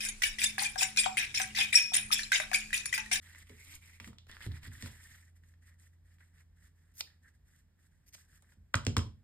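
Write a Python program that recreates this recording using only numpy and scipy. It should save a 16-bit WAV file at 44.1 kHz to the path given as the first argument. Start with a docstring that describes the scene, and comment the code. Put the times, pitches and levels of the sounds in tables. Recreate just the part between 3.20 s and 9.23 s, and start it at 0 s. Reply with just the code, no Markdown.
"""Hand sewing on a cloth-covered table in a small, quiet room, close to a pair of microphones.
Fingers rub felt (filtered friction noise) with taps and ticks (damped resonances), pull thread through it,
then rub more softly. Scissors shear shut on the thread, scrape open again (swelling, bright friction),
and are put down in three clattering knocks (clacks with blade ring) that set the table booming (decaying
modes). Low room noise and a hum that fades to a lower level lie beneath."""
import sys
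import numpy as np
from scipy import signal
from scipy.fft import rfft, irfft, next_fast_len
from scipy.io import wavfile
from scipy.ndimage import uniform_filter1d

SR = 44100
rng = np.random.default_rng(int(sys.argv[2]) if len(sys.argv) > 2 else 0)


def put_to_file(sound):
    """Save the sound as 16-bit audio at rate SR, in the file named by the first command-line argument."""
    columns = np.atleast_2d(sound).T  # one column per channel
    safe = np.clip(columns, -1, 1)
    whole_steps = np.round(safe * 32767)
    wavfile.write(sys.argv[1], SR, whole_steps.astype(np.int16))


N = 265951
TIME = np.arange(N) / SR


def amp(db):
    """Decibels to gain."""
    return 10 ** (np.asarray(db) / 20)


def unit(x):
    """Scales to rms 1."""
    return x / np.sqrt(np.mean(x ** 2) + 1e-20)


def read(points, hz):
    """Reads a spectrum on a log-frequency axis."""
    f, value = np.transpose(points)
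    return np.interp(np.log(hz + 1), np.log(f + 1), value)


def over_time(points):
    """Draws a straight-line curve through (seconds, value) points."""
    return np.interp(TIME, *np.transpose(points))


def smooth_noise(size):
    """Slow random drift: averaged noise at rms 1."""
    return unit(uniform_filter1d(rng.standard_normal(N), size=size))


def add(mix, s, sound):
    """Mixes a sound in at time s."""
    part = mix[..., round(s * SR):][..., :sound.shape[-1]]
    part += sound[..., :part.shape[-1]]


def colour(x, points):
    """Causal minimum-phase filter with the given spectrum, so that attacks stay sharp."""
    size = 8192
    log_gain = np.log(amp(read(points, abs(np.fft.fftfreq(size, 1 / SR)))))
    response = np.exp(np.conj(signal.hilbert(log_gain)))
    taps = np.fft.ifft(response).real[:size // 2]
    return signal.fftconvolve(x, taps[None], axes=1)[:, :x.shape[1]]


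def resonate(x, hz, width):
    """A resonance that follows the curve hz: shift down to 0 Hz, low-pass with a double pole, shift back."""
    turn = np.exp(2j * np.pi * np.cumsum(hz * np.ones(N)) / SR)
    r = np.exp(-np.pi * width / SR)
    return (turn * signal.lfilter([(1 - r) ** 2], [1, -2 * r, r * r], x / turn)).real


# Steady room noise. Each row: frequency in Hz, level in dB.
AIR_SPECTRUM = [(20, -25), (35, -8.5), (52, 6.5), (100, -8.5), (125, -5), (160, -4.5), (200, -13.5),
                (250, -14), (350, -23.5), (700, -28.5), (1300, -32), (1800, -27), (2600, -34.5),
                (16000, -43)]
# Fading hum. Each row: time in seconds, level in dB.
HUM_LEVEL = [(0, -59.5), (2.5, -60), (3.6, -64), (4.7, -70.5)]


def background():
    """Low room noise and the hum of a distant appliance, its pitch wavering slightly."""
    air = unit(colour(rng.standard_normal((2, N)), AIR_SPECTRUM))
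    hum_hz = 85 + 0.59 * smooth_noise(15000)
    hum = unit(np.sin(2 * np.pi * np.cumsum(hum_hz) / SR))
    return amp(-64.5) * air + amp(over_time(HUM_LEVEL)) * hum


# Decay of the room. Each row: frequency in Hz, time to fall 60 dB in seconds.
ROOM_DECAY = [(100, 0.47), (500, 0.27), (1500, 0.24), (4000, 0.28), (8000, 0.22), (14000, 0.26)]
# Tone of the echoes. Each row: frequency in Hz, level in dB.
ECHO_SPECTRUM = [(60, 5), (200, -0.5), (500, 4), (1000, 3.5), (1700, -4.5), (2800, -0.5), (4500, 0),
                 (9000, 0), (15000, -6.5)]


def room(x):
    """Diffuse echoes of a small room: they build up quickly, and each band dies at its own speed."""
    hz, t, bands = signal.stft(rng.standard_normal((2, SR * 3 // 4)), SR, nperseg=256)
    decay = amp(-60 * t / read(ROOM_DECAY, hz)[:, None])
    tail = signal.istft(bands * decay, SR, nperseg=256)[1]
    build_s = 0.002
    tail *= 1 - np.exp(-(np.arange(tail.shape[1]) / SR / build_s) ** 2)
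    tail = colour(tail / np.linalg.norm(tail[0]), ECHO_SPECTRUM)
    return signal.fftconvolve(x, tail, axes=1)[:, :N]


# Blows on the table, by hand and then by the scissors. Each row: start in seconds, thud level in dB,
# ring level in dB relative to the thud, ring tilt in dB an octave, pitch factor from the spot struck.
TABLE_BLOWS = [(.302, -57.5, 0.5, 8.5, 1.03), (0.804, -59.5, 7, 3.5, 0.91), (0.871, -49.5, 2, 7.5, 0.93),
               (1.262, -32.5, -2, -4, 1.086), (1.471, -41.5, -1, -0.5, 1.02), (1.626, -36, -6.5, 5.5, 0.98),
               (4.95, -57.5, -9, 0, 0.81), (5.37, -54, -1.5, 0.5, .88), (5.545, -21.5, -18.5, 9, 1.05),
               (5.667, -21.5, -8.5, 6.5, 1.05), (5.767, -18.5, -15, 8, 0.96)]
# Modes of the table top. Each row: frequency in Hz before the pitch factor, level in dB before the tilt,
# time to fall 60 dB in seconds.
TABLE_MODES = [(73.3, 4.5, 0.27), (94, 5.5, 0.24), (129.6, -4.5, 0.51), (160.9, -3.5, 0.15),
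               (218.3, -13, 0.4), (246.3, -4, 0.15), (298.5, -6, 0.063), (356.2, -22, 0.19),
               (504, -27, 0.15), (563, -36, 0.21)]


def table():
    """Each blow bends the table top in one short thud, and its modes ring on at their own speeds."""
    out, t = np.zeros(N), np.arange(SR * 3 // 4) / SR
    thud_hz, peak_cycles, build_cycles = 100, 1.7, 0.82
    for s, db, ring_db, tilt_db, pitch in TABLE_BLOWS:
        cycles = thud_hz * pitch * t
        age = cycles / peak_cycles
        bend = (age * np.exp(1 - age)) ** 10
        add(out, s, -amp(db) * bend * np.sin(2 * np.pi * cycles))
        for hz, mode_db, t60 in TABLE_MODES:
            cycles = hz * pitch * t
            swell = 1 - np.exp(-(cycles / build_cycles) ** 2)  # low modes take longest to build up
            ring = amp(mode_db + tilt_db * np.log2(hz / thud_hz) - 60 * t / t60) * swell
            add(out, s, -amp(db + ring_db) * ring * np.sin(2 * np.pi * cycles))
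    return np.array([out, out])


def friction(slips_per_s, spread_db, smooth, flutter_db, patchy_db):
    """Tiny random slips over a smooth hiss, under wavering pressure, with a patchy, shifting colour."""
    slip_sizes = amp(spread_db * np.minimum(rng.exponential(1, N), 4))
    slips = (rng.random(N) < slips_per_s / SR) * slip_sizes
    drift = uniform_filter1d(rng.standard_normal(N), size=400)
    pressure = amp(flutter_db * unit(uniform_filter1d(drift, size=300)))
    rub = (unit(slips) + smooth) * rng.standard_normal((2, N)) * pressure
    bands = signal.stft(rub, nperseg=256)[2]
    patches = uniform_filter1d(rng.standard_normal(bands.shape[1:]), size=6, axis=0)  # across frequency
    patches = unit(uniform_filter1d(patches, size=5, axis=1))  # across time
    return unit(signal.istft(bands * amp(patchy_db * patches), nperseg=256)[1][:, :N])


def stroke(start, length, db, swell_db, attack_s, release_s):
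    """Gain of one sliding movement: it gets going, swells or eases steadily, then dies away."""
    t = np.maximum(TIME - start, 0)
    attack = np.sin(np.pi / 2 * np.minimum(t / attack_s, 1)) ** 2
    swell = amp(db + swell_db * (np.minimum(t / length, 1) - .5))
    release = np.exp(-np.clip((t - length) / release_s, 0, 20))
    return attack * swell * release


# Pulls of the thread. Each row: start in seconds, length in seconds, level in dB, swell in dB.
THREAD_PULLS = [(0.975, .085, -73.5, -17), (1.11, 0.036, -60, -6), (1.22, .04, -65, -4)]


def thread(drive):
    """Thread zips through the felt: friction through a fixed resonance."""
    gain = sum(stroke(*row, attack_s=0.0069, release_s=0.012) for row in THREAD_PULLS)
    return gain * unit(resonate(drive, hz=3330, width=750))


# Finger strokes over the felt. Each row: start in seconds, length in seconds, rasp level in dB and
# fibre hiss level in dB (both before their trims), swell from start to end in dB.
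FELT_STROKES = [(.005, 0.22, -59, -67.5, 2.5), (0.249, 0.16, -62.5, -71, 1), (0.388, .17, -58.5, -64.5, 12),
                (0.604, 0.17, -60, -70, -3.5), (0.801, 0.082, -61, -66, 5.5), (1.073, 0.11, -56, -70, -6.5),
                (1.188, 0.077, -53.5, -62, 2.5), (1.288, 0.088, -58, -74.5, 15),
                (1.404, 0.068, -56.5, -67, 14.5), (1.502, 0.098, -58, -65, -4),
                (1.589, 0.09, -54.5, -59, 0), (1.681, 0.28, -61, -67, 0), (1.955, 0.14, -66.5, -74.5, -8),
                (2.146, 0.024, -71, -75.5, 3.5), (2.214, 0.11, -75, -81.5, 2),
                (2.403, 0.093, -70, -77.5, 9), (2.502, 0.04, -71, -85, 0),
                (2.575, 0.097, -69.5, -74.5, -0.5), (2.714, 0.025, -78, -84.5, 6),
                (2.837, 0.12, -74.5, -81, 2), (2.985, 0.13, -69.5, -81.5, -16),
                (3.12, 0.091, -67.5, -80.5, 13), (3.346, 0.13, -72.5, -78.5, 14),
                (3.543, 0.18, -78.5, -85.5, 0), (3.849, 0.12, -73, -88, -9), (4.006, 0.086, -71, -82.5, 8),
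                (4.124, 0.035, -78.5, -84, 3), (4.246, 0.16, -75, -78.5, 0.5),
                (4.567, 0.1, -75.5, -81.5, 8.5), (4.696, 0.24, -83.5, -91.5, -10),
                (4.951, 0.1, -69, -71, -12), (5.071, .105, -68.5, -74.5, 8), (5.193, .14, -75.5, -83, 11.5)]
# Centre of the rasp. Each row: time in seconds, frequency in Hz.
RASP_CENTRE = [(0, 1800), (.55, 2240), (.8, 2110), (1.1, 1850), (2, 1894), (5.5, 1726)]
# Hiss of the fibres. Each row: frequency in Hz, level in dB.
HISS_SPECTRUM = [(100, -15.5), (400, -16.5), (700, -34), (1200, -7.5), (2600, -0.5), (4000, -2.5),
                 (6000, 0.5), (7500, 1.5), (9500, 3), (11000, -1), (12800, -4.5), (14500, -5), (16000, -21)]
# Coarse scratch of the firm drag. Each row: frequency in Hz, level in dB.
SCRATCH_SPECTRUM = [(100, 8.5), (300, -1), (550, -16), (750, -6.5), (1150, -4.5), (1800, -6.5), (2600, 1.5),
                    (3600, 0), (5000, -4), (7000, -23.5), (16000, -19.5)]
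# The scratch outgrows the rasp as fingers press harder: firm rasp dB, scratch dB there, scratch dB per rasp dB.
FIRM_DB, SCRATCH_DB, SCRATCH_GROWTH = -56, -55.5, 2.09


def cloth():
    """Rubbed felt: a hollow rasp, fibre hiss, a coarse scratch under firm fingers, and the thread."""
    rasp_gain, hiss_gain, scratch_gain = np.zeros((3, N))
    for start, length, rasp_db, hiss_db, swell_db in FELT_STROKES:
        motion = stroke(start, length, 0, swell_db, attack_s=0.027, release_s=0.011)
        rasp_gain += amp(rasp_db) * motion
        hiss_gain += amp(hiss_db) * motion
        scratch_gain += amp(SCRATCH_DB + SCRATCH_GROWTH * (rasp_db - FIRM_DB)) * motion
    drive = friction(slips_per_s=830, spread_db=1.5, smooth=1.5, flutter_db=1.7, patchy_db=2.6)
    rasp = unit(resonate(drive, over_time(RASP_CENTRE), width=556))
    fine = friction(slips_per_s=1500, spread_db=0.5, smooth=2.3, flutter_db=1.9, patchy_db=1.54)
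    hiss = unit(colour(fine, HISS_SPECTRUM))
    coarse = friction(slips_per_s=380, spread_db=5, smooth=1.1, flutter_db=1.2, patchy_db=3)
    scratch = unit(colour(coarse, SCRATCH_SPECTRUM))
    rubbing = amp(1.5) * rasp_gain * rasp + amp(7.5) * hiss_gain * hiss + scratch_gain * scratch
    return rubbing + thread(drive)


# Broad snap of a contact. Each row: frequency in Hz, level in dB.
SNAP_SPECTRUM = [(60, -37), (300, -1), (600, 1.5), (1500, 0.5), (4500, -1.5), (8500, -11), (10500, -12),
                 (14000, -18), (16000, -6)]


def contact(db, hz, q, snap_db, scatter, scatter_s):
    """An impulse with a little fine grit passes one damped resonance; a brief broad crunch goes with it."""
    t = np.arange(SR // 8) / SR
    grit = rng.standard_normal((2, len(t))) * np.exp(-t / scatter_s) * np.sqrt(t)
    grit /= np.linalg.norm(grit[0])
    fine = signal.lfilter(*signal.butter(1, 2500, "highpass", fs=SR), grit)
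    push = (t == 0) + scatter * fine
    body = signal.lfilter(*signal.iirpeak(hz, q, SR), push)
    # the finite time of contact rounds off the treble
    body = signal.lfilter(*signal.butter(2, min(3 * hz, 8500), fs=SR), body)
    return amp(db) * (body + amp(snap_db) * colour(grit, SNAP_SPECTRUM))


# Small ticks and taps. Each row: start in seconds, level in dB, centre in Hz, sharpness Q,
# broad snap in dB relative to the level.
SMALL_TICKS = [(0.1492, -13.5, 1880, 3.3, -16), (.2955, -18.5, 2240, 3.3, -6), (0.302, -7, 420, 8.9, -31),
               (0.8004, -1, 2130, 7.2, -15.5), (0.808, -8, 230, 3, -40), (0.8447, -7.5, 2050, 4.3, -17),
               (.875, -16, 284, 0.96, -2), (0.931, -22, 1080, 2.1, -10.5), (.985, -15, 3570, 3.4, -25),
               (1.0678, -36, 3330, 3.9, 6), (1.0968, -15, 1670, 3.5, -15), (1.115, -19.5, 3850, 1, -25),
               (1.2068, -11, 1670, 3.6, -24), (1.1682, -9.5, 1670, 2.9, -40), (1.264, 4, 327, 10, -42),
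               (1.432, -20, 2030, 1.8, -12), (1.6249, -13.5, 3900, 0.77, -11), (1.63, -4, 335, 3.3, -36),
               (1.659, -21, 2030, 4.9, 6), (2.2364, -23, 1800, 8.4, -18), (2.339, -22.5, 1820, 9.9, -19),
               (2.5984, -31, 8700, 3.2, -20), (2.941, -45, 8000, 1.6, -19), (2.985, -28, 1880, 4.8, -16),
               (3.006, -27, 1960, 4.7, -16), (5.2235, -27, 9500, 5, -7.5), (5.3215, -29, 1680, 3.9, -5.5)]


def ticks():
    """Needle, thread and fingertips catch, let go and tap the cloth."""
    out = np.zeros((2, N))
    for s, db, hz, q, snap_db in SMALL_TICKS:
        add(out, s, contact(db, hz, q, snap_db, scatter=0.4, scatter_s=0.0027))
    return out


# Edge sliding on edge, once to close and then in short slips to open. Each row: start in seconds,
# length in seconds, level in dB, swell in dB, sizzle in dB relative to the rest of the scrape.
EDGE_SLIDES = [(3.736, 0.073, -57, 33, 10), (4.86, 0.03, -63, 11.5, 5), (4.923, 0.025, -52.5, 18, 0),
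               (4.952, 0.068, -66, -2, -4)]
# Colour of the sliding edges. Each row: frequency in Hz, level in dB.
EDGE_SPECTRUM = [(300, -27), (1200, -14.5), (2000, -1.5), (4200, -5), (5100, 3.5), (5650, -3.5), (6050, 5),
                 (6550, 5.5), (7300, -14), (8400, 1), (9500, -9.5), (10400, 0), (13800, -8), (16000, -13.5)]
SIZZLE_HZ = 10970  # the sizzle lies above this


def edges():
    """The edges scrape along each other: a bright sizzle as they close on the thread, duller as they open."""
    steel = friction(slips_per_s=2500, spread_db=2.5, smooth=.8, flutter_db=.8, patchy_db=2.2)
    scrape = unit(colour(steel, EDGE_SPECTRUM))
    sizzle = signal.sosfiltfilt(signal.butter(2, SIZZLE_HZ, "highpass", fs=SR, output="sos"), scrape)
    out = np.zeros((2, N))
    for start, length, db, swell_db, sizzle_db in EDGE_SLIDES:
        slide = stroke(start, length, db, swell_db, attack_s=0.0052, release_s=.004)
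        out += slide * (scrape - sizzle + amp(sizzle_db) * sizzle)
    return out


# Hard contacts of the scissors. Each row: start in seconds, level in dB, centre in Hz, sharpness Q,
# broad snap in dB relative to the level, blade ring in dB relative to the level.
SCISSOR_CLACKS = [(3.8073, 2, 2550, 5, -26, -6), (3.8082, 3, 4600, 5, -22, -6),
                  (3.809, -9, 760, 6, -28, -26), (3.8103, -5, 3300, 3, -18, -8),
                  (4.9505, -17, 2500, 3, -12, -14), (4.952, -24, 720, 4, -20, -25),
                  (5.54, -19, 9000, 1, -4, -18), (5.543, 17, 1560, 2.3, -27, -33),
                  (5.5445, 8, 650, 4, -28, -38), (5.5532, -8, 6000, 1.4, -14, -20),
                  (5.5557, -5, 6500, 1.4, -14, -20), (5.651, -19, 5000, 1, -5, -14),
                  (5.667, 1, 2800, .8, -7, -20), (5.6675, 7, 500, 3, -30, -35),
                  (5.7668, 8, 1050, 2.5, -10, -28), (5.7678, 2, 3200, 1, -12, -18),
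                  (5.7725, -5, 2200, 1, -10, -20), (5.774, 8, 340, 3, -35, -40),
                  (5.7805, -9, 7000, 1.4, -9, -20), (5.7918, -6, 1500, 1, -12, -20)]
# Ring of the blades. Each row: frequency in Hz, level in dB, time to fall 60 dB in seconds.
BLADE_MODES = [(2550, -67, .05), (2500, -61, .08), (3640, -60, .12), (4350, -44.5, 0.042),
               (4880, -66.5, .09), (5970, -56.5, .08), (6860, -60.5, .05), (10350, -60, .04),
               (11500, -68.5, .04), (13600, -57, .04)]


def scissors():
    """Each hard contact clacks and briefly rings the hand-damped blades."""
    out, t = np.zeros((2, N)), np.arange(SR // 3) / SR
    for s, db, hz, q, snap_db, ring_db in SCISSOR_CLACKS:
        add(out, s, contact(db, hz, q, snap_db, scatter=1.0, scatter_s=0.0014))
        for mode_hz, mode_db, t60 in BLADE_MODES:
            phase = rng.random((2, 1))  # in cycles, one for each side
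            ring = amp(mode_db - 60 * t / t60) * np.sin(2 * np.pi * (mode_hz * t + phase))
            add(out, s, amp(db + ring_db) * ring)
    return out


# The scissors cut near the microphones and are put down farther off.
# Each row: time in seconds, level of their echoes in dB.
STEEL_ECHO = [(5.2, -10), (5.5, -5.5)]


def scene():
    """Everything on the table, with the room around it."""
    felt, small, steel, wood = cloth(), ticks(), edges() + scissors(), table()
    steel_echo = amp(over_time(STEEL_ECHO))
    echoes = room(amp(-8.0) * felt + amp(-3.5) * small + steel_echo * steel + amp(-9.0) * wood)
    return felt + small + steel + wood + echoes + background()


# Phase by which the left microphone leads. Each row: frequency in Hz, phase in radians.
PORT_PHASE = [(0, 0), (700, -1.1), (1200, -.9), (1750, 0), (2700, 2.2), (4400, 2), (5000, 1.4), (5900, 3.1),
              (6150, 3.2), (7700, 6.2), (8300, 6.35), (10000, 9.35), (10500, 9.5), (12100, 12.5),
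              (13000, 12.7), (14400, 15.6), (15200, 15.8), (16000, 16.5)]
CUT_HZ = 15850  # top of the band


def record(dry):
    """Two microphone ports: a phase between them, most alike in or out of step; then the band limit."""
    size = next_fast_len(N + SR // 4)
    hz = np.fft.rfftfreq(size, 1 / SR)
    left, right = rfft(dry, size)
    phase = np.interp(hz, *np.transpose(PORT_PHASE))
    base_spread = read([(100, .2), (1800, 0.17), (6000, 0.039), (10000, 0.029)], hz)
    spread = np.clip(base_spread + 0.73 * np.sin(phase) ** 2, 0, 1)
    common, apart = (left + right) / 2, spread * (left - right) / 2
    ports = np.array([(common + apart) * np.exp(1j * phase), common - apart])
    ports *= np.sqrt(2 / (1 + spread ** 2))  # makes up the level lost by narrowing
    left_db = [(60, -1), (1500, -1), (2600, -3), (3300, -.5), (4600, -3), (6000, -.2)]
    ports[0] *= amp(read(left_db, hz))
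    low_pass = np.clip((CUT_HZ - hz) / 200 + .5, 0, 1)
    return amp(-4.0) * irfft(ports * low_pass, size)[:, :N]


dry = scene()
out = record(dry)
put_to_file(out)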